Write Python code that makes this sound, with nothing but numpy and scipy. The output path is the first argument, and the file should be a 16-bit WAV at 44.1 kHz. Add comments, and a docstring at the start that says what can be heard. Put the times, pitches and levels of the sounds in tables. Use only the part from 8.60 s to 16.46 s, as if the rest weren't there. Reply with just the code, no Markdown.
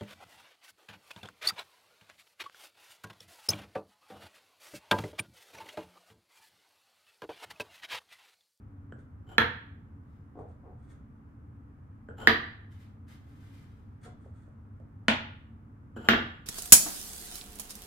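"""Wooden balls into wooden cups

Place: a table in a small live room, where a hand moves wooden balls from shallow bowls into tall cups.
Balls scuff down the cup wall (noise bursts) and land in knocks that ring filtered wood and boom the table.
Once a tilted bowl drops back; balls rolling, fingers and a sleeve rub faintly over a low rumble and hum.
Distance: the direct knock leads its echoes by about 1 ms. Microphone: stereo, knocks up to 0.11 ms apart."""
import sys
import numpy as np
from scipy import signal
from scipy.fft import rfft, irfft, next_fast_len
from scipy.io import wavfile
from scipy.ndimage import uniform_filter1d

SR = 44100
rng = np.random.default_rng(int(sys.argv[2]) if len(sys.argv) > 2 else 0)


def to_wav(sig):
    """Store sig (one row per channel, or 1-D mono) as 16-bit WAV at the path in sys.argv[1].

    Samples outside -1..1 are clipped; the rate is SR.
    """
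    pcm = np.clip(np.atleast_2d(sig), -1, 1) * 32767
    pcm = np.round(pcm).astype(np.int16)
    wavfile.write(sys.argv[1], SR, pcm.T)  # frames by channels


N = 346626
TAPS = 4096  # length of one ringing piece of wood [samples]

# Wood strikes wood: (time [s], piece struck, relative level [dB], treble lift [dB], table boom [dB],
# room echo [dB], right channel louder by [dB]); boom and echo come on top of the knock's own level
KNOCKS = [(0.323, "rim", -8.5, 6.5, -27.5, -4, 1.5), (0.7818, "red", 2.5, 0, -8, -4.5, 3.5),
          (0.8016, "red", -8, -8.5, -10.5, -5.5, -1), (0.8076, "red", -7, -10.5, -12.5, -7, 0),
          (0.8166, "red", -11, -4, -11, -2.5, -3.5), (3.4869, "rim", -7.5, 0, -25.5, 1, 1),
          (3.6729, "green", 0, 7, -3.5, -1.5, 1.5), (3.6819, "green", -14.5, -12, -8.5, -6.5, 1),
          (5.661, "ball", -16, -3, -15, -4.5, 0.5), (5.878, "ball", -20.5, -1, -25.5, -4, 3.5),
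          (6.2, "ball", -18, 7.5, -25, -1.5, 5), (6.483, "bowl", -1, 9.5, 1.5, -1, 0.5),
          (7.3642, "rim", -6.5, 3, -10, 2.5, 1), (7.487, "blue", 0, 8.5, 3.5, -1, 1),
          (7.5344, "blue", -3.5, -22, 0, -1.5, 0.5)]


def knocks():
    """Each contact rings its piece of wood, heard directly, through the table top and off the walls."""
    out = np.zeros((2, N))
    lead_s = 0.001  # room ahead of the blow for the start of its pulse
    fade = np.minimum(np.linspace(2, 0, TAPS), 1) ** 2
    boom, standing = table_boom(), room_standing_waves()
    for time_s, name, db, treble_db, boom_db, room_db, right_db in KNOCKS:
        wood = struck_wood(name, db, treble_db)
        direct = direct_sound(wood, name, lead_s) * fade
        echo = room(irfft(wood) * fade)
        balance = amp([[-right_db / 2], [right_db / 2]])
        add(out, time_s - lead_s, amp(0.13) * balance * direct)
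        add(out, time_s, amp(room_db) * balance * echo)
        add(out, time_s, amp(db) * (amp(boom_db) * boom + standing))
    return out


# Broad colour of a blow on a cup, on a ball damped by the fingers, and on a bowl:
# (frequency before the piece's factor [Hz], relative level [dB])
CUP_BODY = [(50, -4.5), (160, 6), (300, 14), (600, 5.5), (1000, 8.5), (1700, 15), (2400, 9.5), (3700, 5.5),
            (4400, 1), (5000, -6), (6800, -12), (8600, -26), (14500, -18), (18000, -36)]
BALL_BODY = [(100, -18), (300, 1), (600, 3), (850, -13), (1500, -31), (3000, -41.5), (15000, -56.5)]
BOWL_BODY = [(50, -5.5), (160, -1), (300, 19.5), (430, 7), (800, 6), (1500, 10), (3200, 12.5), (4200, 9),
             (5200, -3), (7800, -12), (10500, -18), (16000, -33.5)]
# Resonances standing out of the broad colour, cups named by colour: (frequency [Hz], width [Hz], gain [dB])
RED_MODES = [(456, 31, 10.5), (490, 28, 13), (693.6, 13, 5), (908, 56, 11.5), (1180, 61, 3.5),
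             (1360, 48, 6.5), (1538, 136, 0.5), (1730, 370, 12.5), (2262, 390, 4.5), (2840, 158, 1),
             (3330, 320, 9.5), (4130, 450, 9.5)]
GREEN_MODES = [(324, 70, 10), (367, 30, 6.1), (449, 22, 12), (476, 28, 13), (670, 45, 9.4), (780, 85, 7.2),
               (969, 39, 8), (1175, 76, 9.7), (1827, 520, 16), (3220, 450, 6.3), (3980, 450, 7.6),
               (4700, 480, 14)]
BLUE_MODES = [(394, 500, 7.9), (570, 15, 3.6), (675, 32, 7), (803, 87, 5.3), (1176, 45, 8.8),
              (1428, 130, 9.2), (1684, 330, 6.1), (1950, 500, 5.1), (2810, 300, 7.3), (3270, 240, 9.5),
              (3760, 150, 5.9), (5120, 650, 5.2)]
BOWL_MODES = [(215, 35, 7.3), (443, 29, 4.2), (545, 128.7, 6.7), (659, 45, 15), (851, 40, 11.5),
              (939, 130, 5.6), (1436, 100, 9), (1790, 460, 6.9), (2380, 120, 2.79), (2880, 67, 3.2),
              (3580, 210, 1.4), (4380, 300, 6.1)]
# The pieces by name: (broad colour, factor on its frequencies, resonances,
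# thin top ping as (frequency [Hz], width [Hz], gain [dB]))
PIECES = {"red": (CUP_BODY, 0.92, RED_MODES, (11600, 1800, 11)),
          "green": (CUP_BODY, 0.91, GREEN_MODES, (15000, 3500, 13)),
          "blue": (CUP_BODY, 1, BLUE_MODES, (14000, 800, 12)),
          "bowl": (BOWL_BODY, 0.83, BOWL_MODES, (13000, 970, 3)), "ball": (BALL_BODY, 1.0, [],
          (7400, 1800, 3.79)), "rim": (BALL_BODY, .8, [(1540, 640, 35.5), (3057, 500, 19.5)],
          (7700, 900, 22))}


def struck_wood(name, db, treble_db, treble_hz=3400.0):
    """Spectrum of a struck piece: broad colour plus resonances, in minimum phase so it rings after the blow."""
    hz = np.fft.rfftfreq(TAPS, 1 / SR)
    body, pitch, modes, ping = PIECES[name]
    colour_db = read(body, hz / pitch) + peaks([*modes, ping], hz)
    lift_db = treble_db * hz ** 2 / (hz ** 2 + treble_hz ** 2)
    log_gain = np.log(amp(db + colour_db + lift_db))
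    # the Hilbert transform of the log gain gives the minimum phase
    mirrored = np.r_[log_gain, log_gain[-2:0:-1]]
    phase = -signal.hilbert(mirrored).imag[:len(hz)]
    return np.exp(log_gain + 1j * phase)


# Where each piece stands: name: (right channel hears it later by [ms])
LAG_MS = {"red": 0.11, "green": -0.097, "blue": .1, "bowl": -0.033, "ball": 0., "rim": 0.034}


def direct_sound(wood, name, lead_s):
    """The straight path: the contact drives the wood, and the farther channel hears it later."""
    hz = np.fft.rfftfreq(TAPS, 1 / SR)
    lag_ms = np.array([[-LAG_MS[name]], [LAG_MS[name]]])
    delays_s = lead_s + np.maximum(lag_ms, 0) / 1000
    return irfft(wood * contact(hz) * np.exp(-2j * np.pi * hz * delays_s))


def contact(hz, spread_ms=1.1, spread_hz=2900.0, chatter_s=0.0021, chatter_hz=4600.0):
    """Spectrum of one contact: a pulse whose low part lags as a bending wave, and a brief treble chatter."""
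    lag_s = spread_ms / 1000 * np.exp(-(hz / spread_hz) ** 2)
    late = 2 * np.pi * np.cumsum(lag_s) * hz[1]
    chatter = rng.standard_normal(TAPS) * np.exp(-np.arange(TAPS) / SR / chatter_s)
    chatter_spectrum = rfft(chatter / np.linalg.norm(chatter))
    share = hz ** 2 / (hz ** 2 + chatter_hz ** 2)  # the chatter's share of the power
    return np.sqrt(1 - share) * np.exp(-1j * late) + np.sqrt(share) * chatter_spectrum


# Modes of the table top: (frequency [Hz], relative level [dB], 60 dB decay [s])
TABLE = [(224, -24, 0.15), (225.7, -18, 0.2), (232.6, -30, 0.45), (248.5, -26, 0.25), (337, -41, 0.45),
         (374.7, -38, 0.18)]


def table_boom():
    """A blow sets the low modes of the table top swinging."""
    return ring(TABLE, rise=0.021)


# Standing waves of the room: (frequency [Hz], relative level [dB], 60 dB decay [s])
ROOM_MODES = [(88, -33.5, 0.41), (124.24, -34.5, 0.39)]


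def room_standing_waves():
    """Standing waves between the walls, slow to build."""
    return ring(ROOM_MODES, rise=0.029)


def ring(modes, rise):
    """Low modes take a time constant, rise [s], to swing up, then hum out, alike in both channels."""
    t = np.arange(SR) / SR
    swing = np.zeros(SR)
    for hz, db, t60 in modes:
        swing += amp(db) * np.exp(-np.log(1000) * t / t60) * np.sin(2 * np.pi * hz * t)
    return swing * (1 - np.exp(-t / rise)) * np.ones((2, 1))


# A ball scuffs the cup wall on its way in; the abrupt one at 7.36 s is the bright edge of its knock
# on the rim: (start [s], rise [s], 20 dB fade [s], relative level [dB])
SCUFFS = [(.658, .066, .04, -48), (3.56, .05, 0.17, -43.5), (7.36, 0.0032, 0.025, -39.5),
          (7.385, .035, 0.24, -45.5)]
# Their broad colour: (frequency [Hz], relative level [dB])
SCUFF_BODY = [(100, -10), (350, 7), (800, -0.5), (1500, -8.5), (2300, -17), (4200, -21), (9000, -38.5),
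              (14000, -26.5), (16000, -48.5)]
# Their resonances: (frequency [Hz], width [Hz], gain [dB])
SCUFF_MODES = [(1440, 260, 14.5), (3080, 420, 20.5), (7320, 830, 22.5), (10500, 1000, 12),
               (14400, 900, 7.5)]


def scuffs():
    """Slips of a ball on the cup wall, and the bright edge of one rim knock, excite the wood."""
    return amp(-7.5) * rub(SCUFFS, SCUFF_BODY, SCUFF_MODES, slips_per_s=950, hiss=0.57, room_db=3.0, grip_db=2.5)


# Fingers roll a ball in its bowl: (start [s], rise [s], 20 dB fade [s], relative level [dB])
ROLLS = [(1.735, 0.061, 0.1, -46.5), (2.02, 0.043, 0.11, -51.5), (2.24, 0.073, .15, -68),
         (5.41, 0.072, 0.032, -56), (5.63, .03, 0.043, -58)]
# Its broad colour: (frequency [Hz], relative level [dB])
ROLL_BODY = [(100, -11), (230, 6), (360, -1), (720, -5.5), (1150, -16.5), (1600, -27.5), (3000, -48),
             (8000, -70)]
# The bowl under the ball: (frequency [Hz], width [Hz], gain [dB])
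ROLL_MODES = [(490, 99, 7), (720, 170, 5), (1110, 180, 7)]


def rolls():
    """A rolling ball drives the low resonances of its bowl with small slips."""
    return amp(0.5) * rub(ROLLS, ROLL_BODY, ROLL_MODES, slips_per_s=370, hiss=0.49, room_db=-4, grip_db=0.5)


# Fingertips slide on paint: (start [s], rise [s], 20 dB fade [s], relative level [dB])
FINGERS = [(.36, .04, 0.034, -74), (1.76, .045, .03, -76.5), (1.87, 0.024, 0.065, -74.5),
           (2.15, 0.086, 0.17, -77), (2.265, 0.044, 0.052, -67.5), (5.4, 0.053, 0.04, -60.5),
           (5.57, 0.07, .08, -73.5), (5.7, 0.082, .16, -74.5)]
# Their broad colour: (frequency [Hz], relative level [dB])
FINGER_BODY = [(760, -34.5), (1300, 2), (2080, -4), (2580, -14), (2770, -16), (4390, -14), (5120, -20),
               (6420, -14), (8460, -17), (11500, -26), (15000, -32)]
# A faint squeak: (frequency [Hz], width [Hz], gain [dB])
FINGER_MODES = [(3400, 250, 7), (8600, 800, 8), (10200, 830, 1)]


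def fingers():
    """Skin sliding on paint: more hiss than slips, with a faint squeak."""
    return amp(-6.0) * rub(FINGERS, FINGER_BODY, FINGER_MODES, slips_per_s=560, hiss=2, room_db=3, grip_db=3.0)


# The sleeve brushes as the arm moves: (start [s], rise [s], 20 dB fade [s], relative level [dB])
SLEEVE = [(1.38, .14, .3, -84), (4.08, 0.041, .2, -71), (4.16, 0.055, 0.09, -67.5), (4.46, .04, 0.1, -60.5),
          (4.45, 0.41, 0.46, -69.5), (4.85, 0.11, 0.31, -70.5)]
# Its broad colour: (frequency [Hz], relative level [dB])
SLEEVE_BODY = [(1060, -13.5), (1800, -4), (2280, -6.5), (2620, -11.5), (3320, -11), (6840, -19.5),
               (11000, -23), (13000, -19), (14900, -23), (16000, -40)]


def sleeve():
    """Cloth friction: dense slips without resonances."""
    return amp(-6.5) * rub(SLEEVE, SLEEVE_BODY, [], slips_per_s=1600, hiss=0.79, room_db=6.0, grip_db=2)


def rub(strokes, body, modes, slips_per_s, hiss, room_db, grip_db):
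    """Friction: tiny random slips over a smooth hiss drive the rubbed body, while the grip comes and goes."""
    size = next_fast_len(N)
    hz = np.fft.rfftfreq(size, 1 / SR)
    slips = rng.standard_normal(size) * (rng.random(size) < slips_per_s / SR)
    drive = rfft(unit(slips) + hiss * rng.standard_normal(size))
    colour = amp(read(body, hz) + peaks(modes, hz))
    friction = unit(irfft(drive * colour, size))[:N]
    grip = unit(uniform_filter1d(rng.standard_normal(N), size=400))  # smoothed over 9 ms
    sound = friction * effort(strokes) * amp(grip_db * grip)
    return sound + amp(room_db) * room(sound)[:, :N]


def effort(strokes):
    """Gain of a set of strokes: each swells smoothly to its peak, then drops 20 dB per fade time."""
    t, power = np.arange(N) / SR, np.zeros(N)
    for start, rise, fade, db in strokes:
        swell = np.sin(np.pi / 2 * np.clip((t - start) / rise, 0, 1)) ** 2
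        release_db = -20 * np.clip((t - start - rise) / fade, 0, 10)
        power += (swell * amp(db + release_db)) ** 2
    return np.sqrt(power)


# Echo colour of the room: (frequency [Hz], relative level [dB])
ROOM_LEVEL = [(70, 14.5), (120, 13), (165, 2), (215, 7), (300, -0.5), (600, 5), (1000, 6), (1750, 1),
              (3000, 2.5), (5000, 0), (9000, 1.5), (14000, -3.5)]
# How long the echoes last: (frequency [Hz], 60 dB decay [s])
ROOM_T60 = [(100, 0.84), (300, .42), (800, 0.49), (1800, 0.56), (4000, 0.49), (6500, 0.35), (9000, 0.18),
            (14000, 0.32)]


def room(x, gap_s=0.00098, build_s=0.00085, early=0.61, early_s=0.074):
    """Echoes from one spot: strong near reflections, then a tail with each band dying at its own speed."""
    hz, t, z = signal.stft(irfft(diffuse(SR)[1]), SR, nperseg=512)
    rate = np.log(1000) / np.maximum(read(ROOM_T60, hz), .05)[:, None]
    # the square root evens out the energy of short and long tails
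    z = z * amp(read(ROOM_LEVEL, hz))[:, None] * np.sqrt(2 * rate / SR) * np.exp(-rate * t)
    tail = signal.istft(z, SR, nperseg=512)[1][:, :SR]
    t = np.arange(SR) / SR
    onset = np.clip((t - gap_s) / build_s, 0, 1)
    near = (1 + early * np.exp(-(t / early_s) ** 2)) / (1 + early / 2)
    return signal.fftconvolve(x[None], onset * near * tail, axes=1)


# Likeness of the stereo channels: (frequency [Hz], left-right correlation [-1 to 1])
ROOM_SAME = [(100, 0.98), (250, 0.88), (500, 0.47), (1000, -0.27), (2000, 0.013), (8000, -0.13)]


def diffuse(size):
    """Spectrum of noise arriving from all sides: closely alike in both channels only in the bass."""
    hz = np.fft.rfftfreq(size, 1 / SR)
    a, b = rfft(rng.standard_normal((2, size)))
    same = np.clip(read(ROOM_SAME, hz), -1, 1)
    return hz, np.array([a, same * a + np.sqrt(1 - same ** 2) * b])


# The quiet room: (frequency [Hz], relative level [dB per Hz])
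AIR = [(12, -57.5), (20, -21), (58, -11.5), (79, -2), (98, -3), (187, -17), (222, -13), (285, -16.5),
       (377, -30.5), (410, -27.5), (642, -36), (825, -33), (1290, -32.5), (3950, -63), (16000, -67)]
# Its hum lines: (frequency [Hz], rms level [dB])
HUM = [(82, -65.5), (99, -57), (224, -65), (279, -66)]


def background(air_db=-50.5, hum_width_hz=2.5):
    """Low rumble of the room, shaped noise, with hum lines that waver as narrow bands of noise."""
    size = next_fast_len(N)
    hz, z = diffuse(size)
    sound = amp(air_db) * unit(irfft(z * amp(read(AIR, hz)), size))
    z = diffuse(size)[1]
    for line_hz, db in HUM:
        line = z / (1 + ((hz - line_hz) / hum_width_hz) ** 4)
        sound += amp(db) * unit(irfft(line, size))
    return sound[:, :N]


def amp(db):
    """Decibels to gain."""
    return 10 ** (np.asarray(db) / 20)


def unit(x):
    """Scales to an rms of one."""
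    return x / np.sqrt(np.mean(x ** 2) + 1e-20)


def read(points, hz):
    """Joins (frequency [Hz], value) points by straight lines on a log-frequency axis."""
    f, value = np.transpose(points)
    return np.interp(np.log(hz + 1), np.log(f + 1), value)


def peaks(modes, hz):
    """Gain in dB of a set of resonances."""
    return sum(db / (1 + (2 * (hz - f) / width) ** 2) for f, width, db in modes)


def add(mix, time_s, sound):
    """Mixes a stereo sound in at a time."""
    part = mix[:, round(time_s * SR):][:, :sound.shape[1]]
    part += sound[:, :part.shape[1]]


def scene():
    """Knocks, handling noise and the room."""
    return knocks() + scuffs() + rolls() + fingers() + sleeve() + background()


def record(dry, ceiling=1.0, edge_hz=16000):
    """The microphone signal: the sharpest peaks are rounded off, then a low-pass limits the band."""
    limited = dry / (1 + (dry / ceiling) ** 4) ** (1 / 4)
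    low_pass = signal.firwin(255, edge_hz, window=("kaiser", 8), fs=SR)
    return signal.oaconvolve(limited, low_pass[None], "same")


dry = scene()
out = record(dry)
to_wav(out)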